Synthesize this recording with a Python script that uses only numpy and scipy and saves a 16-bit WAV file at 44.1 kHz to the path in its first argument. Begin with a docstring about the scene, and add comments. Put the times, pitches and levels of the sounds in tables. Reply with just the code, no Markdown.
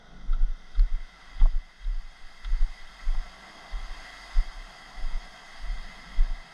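"""A rocky shore, crossed in slow steps and heard from a body-worn camera in a waterproof case.
Each footfall jolts the camera into a deep, dull thump; carried gear clinks and now and then a sole
scuffs grit. Waves swell over a steady wash, wind buffets the case, and a faint, airy hiss slowly fades.
The case gives surf, clinks and scuffs a hollow, ringing colour, and the camera's gain control
ducks the whole sound after the heaviest steps."""
import sys
import numpy as np
from scipy import signal
from scipy.fft import rfft, irfft
from scipy.io import wavfile
from scipy.ndimage import uniform_filter1d

SR = 44100
rng = np.random.default_rng(int(sys.argv[2]) if len(sys.argv) > 2 else 0)


def generate_wav(signal):
    """Clip the signal to [-1, 1] and save it as 16-bit WAV at the path in sys.argv[1]."""
    frames = np.transpose(np.atleast_2d(signal))
    scaled = np.clip(frames, -1, 1) * 32767
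    pcm = np.round(scaled).astype(np.int16)
    wavfile.write(sys.argv[1], SR, pcm)


N = 287973
TIME, FREQS = np.arange(N) / SR, np.fft.rfftfreq(N, 1 / SR)


def gain_of(db):
    """Decibels to gain."""
    return 10 ** (np.asarray(db) / 20)


def unit_rms(x):
    """Scales to an rms of one."""
    return x / np.sqrt(np.mean(x ** 2) + 1e-30)


def eq_curve(points, hz):
    """Gain at each frequency, from (Hz, dB) points joined on a log-frequency axis."""
    point_hz, db = np.transpose(points)
    return gain_of(np.interp(np.log(hz + 1), np.log(point_hz + 1), db))


def resonances(modes, hz):
    """Power at each frequency of bell-shaped resonances, their widths taken at half power."""
    return sum(gain_of(db) ** 2 * 0.5 ** ((2 * (hz - centre) / width) ** 2) for centre, width, db in modes)


def noise(gains):
    """Noise of rms one, coloured by a gain at each frequency."""
    return unit_rms(irfft(rfft(rng.standard_normal(N)) * gains, N))


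def swell(t, rise, fall):
    """A smooth build-up to one at time zero, easing into an exponential decay."""
    return np.exp(-(np.minimum(t, 0) / rise) ** 2 / 2) / np.cosh(np.clip(t / fall, 0, 50))


def swells(rows, floor_db):
    """Gain over time: each swell builds, peaks and ebbs, adding its power to a steady floor."""
    power = sum((gain_of(db) * swell(TIME - s, rise, fall)) ** 2 for s, db, rise, fall in rows)
    return np.sqrt(gain_of(floor_db) ** 2 + power)


def case_gain(hz):
    """The waterproof case passes sound mostly at the resonances of its walls and air space."""
    # The hollow ring of the case. Each row: centre in Hz, width in Hz, level in dB.
    modes = [(725, 124, -2.9), (1114, 239, -6), (1339, 82, -3.5), (1599, 193, -5.5), (1850, 156, -7.5),
             (2019, 159, 0.1), (2213, 125, -18.5), (2614, 254, -14), (2980, 190, -16), (3259, 183, -6.5),
             (3685, 315, -12.5), (4280, 220, -15.5), (4820, 430, -10.5), (5220, 460, -17.5),
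             (6420, 710, -20.5), (7630, 290, -30), (8560, 860, -28.5), (10370, 940, -32.5)]
    # What leaks through the walls between resonances. Each row: frequency in Hz, level in dB.
    walls = [(60, -49), (150, -16), (300, -14.5), (480, -16.5), (900, -9), (1450, -28), (2380, -24.5),
             (4000, -24), (5800, -30.5), (7300, -32.5), (9500, -35.5), (12000, -40.5), (13500, -43.5),
             (16000, -57.5)]
    return np.sqrt(resonances(modes, hz) + eq_curve(walls, hz) ** 2)


def surf(sea_db=-62.5, boost_db=2, roar_hz=1020, fizz_hz=4330, patchy_db=0.88, flicker_db=0.31):
    """Foam hisses in drifting patches; the breakers add weight below and fizz above."""
    # Waves washing up the rock over the steady sea, both ahead of the boost.
    # Each row: crest time in seconds, level in dB, rise and fall in seconds.
    waves = [(1.38, -53.5, .55, 2.3), (3.45, -53, 1, 1.42), (4.15, -49.5, 0.32, 0.56),
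             (5.88, -50.5, 0.88, 2.5)]
    # Weight of the breakers' roar. Each row: time in seconds, low shelf in dB.
    weight = [(0, 8), (.35, 5.5), (.7, -3.5), (2.0, -4), (3.0, -1.5), (3.5, 5), (4.2, -1.5), (5.0, 2.5),
              (5.8, -2), (6.25, 0)]
    # Fizz of the foam. Each row: time in seconds, high shelf in dB.
    fizz = [(0, -1), (.5, 0.5), (1.3, -1.5), (2.3, 1.5), (4.0, 0.9), (5.0, 2), (6.53, -0.5)]
    size, hop = 1024, 256
    t, hz = np.arange(N // hop + 5) * hop / SR, np.fft.rfftfreq(size, 1 / SR)
    real, imag, patches = rng.standard_normal((3, len(t), len(hz)))
    patches = uniform_filter1d(patches, size=10, axis=0)  # smeared in time, then in frequency
    patches = unit_rms(uniform_filter1d(patches, size=12, axis=1))
    flicker = unit_rms(uniform_filter1d(rng.standard_normal(len(t)), size=7))
    low_shelf, high_shelf = 1 / (1 + (hz / roar_hz) ** 4), 1 - 1 / (1 + (hz / fizz_hz) ** 8)
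    tilt_db = np.outer(np.interp(t, *np.transpose(weight)), low_shelf)
    tilt_db += np.outer(np.interp(t, *np.transpose(fizz)), high_shelf)
    spectra = (real + 1j * imag) * gain_of(tilt_db + patchy_db * patches + flicker_db * flicker[:, None])
    wash = signal.istft(spectra.T, nperseg=size, noverlap=size - hop)[1][:N]
    hollow_wash = unit_rms(irfft(rfft(wash) * case_gain(FREQS), N))
    return hollow_wash * swells(waves, sea_db) * gain_of(boost_db)


def wind(breeze_db=-65.5):
    """Air flutters low around the case, swelling with each gust."""
    # Tone of the flutter. Each row: frequency in Hz, level in dB.
    flutter_eq = [(20, 3.5), (60, -12), (100, -16), (140, 0), (180, 5), (240, -3), (330, -13), (600, -17.5),
                  (2000, -76)]
    # Gusts buffeting the case. Each row: peak time in seconds, level in dB, rise and fall in seconds.
    gusts = [(.2, -53.5, .1, 0.14), (3.5, -58.5, 0.065, 0.17), (5.27, -60, 0.52, 0.15),
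             (6.12, -55, 0.33, 0.27)]
    return noise(eq_curve(flutter_eq, FREQS)) * swells(gusts, breeze_db)


def airy_hiss(level_db=-60.5, hold_s=0.78, fade_db_per_s=3):
    """A faint, airy hiss with a thin ring, strongest at the start and slowly fading."""
    # Peaks that colour the hiss. Each row: centre in Hz, width in Hz, relative level in dB.
    hiss_peaks = [(414, 740, -10), (1343, 99, -4.5), (1468, 38, 1), (3530, 530, -12), (4070, 200, -46),
                  (5800, 730, -19)]
    fade_db = fade_db_per_s * np.maximum(TIME - hold_s, 0)
    return noise(np.sqrt(resonances(hiss_peaks, FREQS))) * gain_of(level_db - fade_db)


def jolt(t, thud, db, hz, decay, thud_db, rise_s=0.018, stiffness=0.0067):
    """A jolt swings the camera on its strap for a cycle or two and sends a soft thud through the body."""
    load = swell(t, rise_s, decay)  # the sole takes the weight gradually
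    phase = 2 * np.pi * hz * t
    swing = np.sin(phase) + stiffness * load * np.sin(2 * phase)  # the taut strap adds an overtone
    return load * (gain_of(db) * swing + gain_of(thud_db) * thud)


def footfalls():
    """Each step is a run of jolts (heel, full weight, toes, rebound) over the walker's rocking."""
    # Footsteps. Each row: landing time in seconds, jolt in dB, swing in Hz, settling in seconds, thud
    # in dB, heel touch in dB, roll to the toes in seconds, toe push in dB, rebound in dB.
    steps = [(.313, -14.5, 24, 0.031, -44, -36, 0.12, -11, -19.5),
             (.807, -10, 32.4, 0.021, -46, -39, 0.136, -14.5, -27),
             (1.437, -6.5, 25.9, 0.024, -32, -30.5, 0.1274, -11, -35.5),
             (1.881, -16.5, 32.8, 0.036, -52.5, -42, .1, -18, -29),
             (2.532, -13, 26.8, 0.017, -51, -22.5, .096, -10, -29),
             (3.089, -15.5, 24.9, 0.031, -46.5, -35, 0.094, -16, -41),
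             (3.809, -29, 24.8, 0.034, -52.5, -24, 0.1015, -26, -36),
             (4.388, -10.5, 26, 0.011, -42, -48, 0.095, -28, -47.5),
             (5.046, -19, 20.4, 0.026, -54, -32.5, 0.11, -18.5, -36),
             (5.698, -24, 32.4, 0.039, -50.5, -28.5, 0.082, -25, -34.5),
             (6.207, -10.5, 24.6, .02, -44.5, -37, 0.11, -17.5, -33)]
    # Body shifts between steps. Each row: time in seconds, jolt in dB, swing in Hz, settling in seconds.
    shifts = [(2.243, -28.5, 15, 0.02), (2.824, -33, 15.7, 0.046), (4.583, -33, 31.4, 0.044)]
    # Sub-bass of the rocking body. Each row: frequency in Hz, level in dB.
    sway_eq = [(5, -15.5), (16, 18.5), (28, -15.5), (45, 9.5), (70, -76), (150, -60), (400, -100)]
    # Tone of the dull thud. Each row: frequency in Hz, level in dB.
    thud_eq = [(20, -10.5), (60, -0.5), (90, -5), (115, -11), (145, -18), (250, -33), (500, -33.5),
               (1200, -97.5)]
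    heel_lead_s, heel_hz, heel_decay_s = 0.0533, 32.1, 0.015
    toe_hz, toe_decay_s = 22.4, 0.012
    rebound_lag_s, rebound_decay_s = 0.068, 0.022  # the camera drops back on its strap
    heel_thud_db, toe_thud_db, shift_thud_db = -28, -33.5, -34.5  # each relative to its jolt
    rocking = 0.35 + sum(swell(TIME - s, 0.16, 0.16) ** 2 for s, *_ in steps)  # most around each step
    out = gain_of(-45) * rocking * noise(eq_curve(sway_eq, FREQS))
    thud = noise(eq_curve(thud_eq, FREQS))
    jolts = [(s, db, hz, settle, db + shift_thud_db) for s, db, hz, settle in shifts]
    for s, db, hz, settle, thud_db, heel_db, roll, toe_db, rebound_db in steps:
        jolts += [(s - heel_lead_s, heel_db, heel_hz, heel_decay_s, heel_db + heel_thud_db),
                  (s, db, hz, settle, thud_db),
                  (s + roll, toe_db, toe_hz, toe_decay_s, toe_db + toe_thud_db),
                  (s + roll + rebound_lag_s, rebound_db, toe_hz, rebound_decay_s, rebound_db + toe_thud_db)]
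    for s, *shape in jolts:
        near = abs(TIME - s) < 0.3
        out[near] += jolt(TIME[near] - s, thud[near], *shape)
    return out


def burst(s, db, release_s, centre_hz, octaves, grains_per_s=640, grit_share=0.16, size=8192):
    """A short burst of rubbing and cracking in one band, partly coloured by the case."""
    t, hz = (np.arange(size) - size // 2) / SR, np.fft.rfftfreq(size, 1 / SR)
    rub, grains = rng.standard_normal((2, size))
    grains = unit_rms(grains * (rng.random(size) < grains_per_s / SR))
    press = np.exp(-0.5 * (t / np.where(t < 0, 0.09 * release_s, release_s)) ** 2)  # bites fast
    stroke = (np.sqrt(1 - grit_share) * rub + np.sqrt(grit_share) * grains) * press
    band = np.exp(-0.5 * (np.log2((hz + 1) / centre_hz) / octaves) ** 2)
    crunch = unit_rms(irfft(rfft(stroke) * band * case_gain(hz) ** 0.85))
    out, start = np.zeros(N + size), round(s * SR) - size // 2
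    out[start:start + size] = gain_of(db) * crunch * np.sqrt(np.mean(press ** 2))
    return out[:N]


def clinks(low_ring_hz=1378, snap_hz=2400):
    """Carried gear rattles as a foot lands: a broad snap with a brief high and low ring."""
    # Light clinks of gear. Each row: peak time in seconds, level in dB, release in seconds,
    # high ring in Hz, then low ring and snap in dB relative to the high ring.
    hits = [(0.327, -55.5, 0.014, 3570, 11, -2), (0.752, -52.5, .0065, 3540, 2.5, -15),
            (0.795, -46, 0.0029, 4250, -2.5, -2), (1.399, -52.5, .016, 3350, -8, 1),
            (1.846, -49, 0.0042, 3700, -10, -12), (2.447, -47, .01, 3700, -3, 2)]
    return sum(burst(s, db, release, high_ring_hz, octaves=0.15)
               + burst(s, db + low_db, release, low_ring_hz, octaves=0.13)
               + burst(s, db + snap_db, release, snap_hz, octaves=1.2)
               for s, db, release, high_ring_hz, low_db, snap_db in hits)


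def scuffs(knock_hz=152):
    """Grit crunches under the sole, which knocks dully on the rock."""
    # Soles on grit. Each row: peak time in seconds, level in dB, release in seconds, centre in Hz,
    # spread in octaves, knock in dB relative to the crunch.
    crunches = [(1.413, -42.5, 0.012, 980, 0.39, 1.5), (1.456, -36.5, 0.0076, 760, 0.52, -18),
                (2.996, -51.5, .015, 1490, 0.54, -19), (3.149, -45, 0.0059, 980, 0.44, -3)]
    return sum(burst(s, db, release, hz, octaves) + burst(s, db + knock_db, release, knock_hz, octaves=0.45)
               for s, db, release, hz, octaves, knock_db in crunches)


def scene():
    """Sea, wind and a faint hiss behind the walker's steps, in mono."""
    return (surf() + wind() + airy_hiss() + footfalls() + clinks() + scuffs())[None]


def record(dry):
    """Gain control ducks the mix after heavy steps and recovers slowly; the camera cuts the top treble."""
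    threshold_db, duck_share, attack_s, recover_db_per_s = -13, 0.98, 0.11, 4.5
    cutoff_hz = 13980
    level_db = 20 * np.log10(abs(dry[0]) + 1e-9)
    target_db = duck_share * np.maximum(level_db - threshold_db, 0)
    recovery_db = recover_db_per_s * TIME
    held_db = np.maximum.accumulate(target_db + recovery_db) - recovery_db  # each peak ebbs steadily
    lag = np.exp(-1 / (attack_s * SR))
    duck_db = signal.lfilter([1 - lag], [1, -lag], held_db)
    lowpass = signal.firwin(511, cutoff_hz, window=("kaiser", 9), fs=SR)
    return signal.oaconvolve(dry * gain_of(-duck_db), lowpass[None], "same")


dry = scene()
out = record(dry)
generate_wav(out)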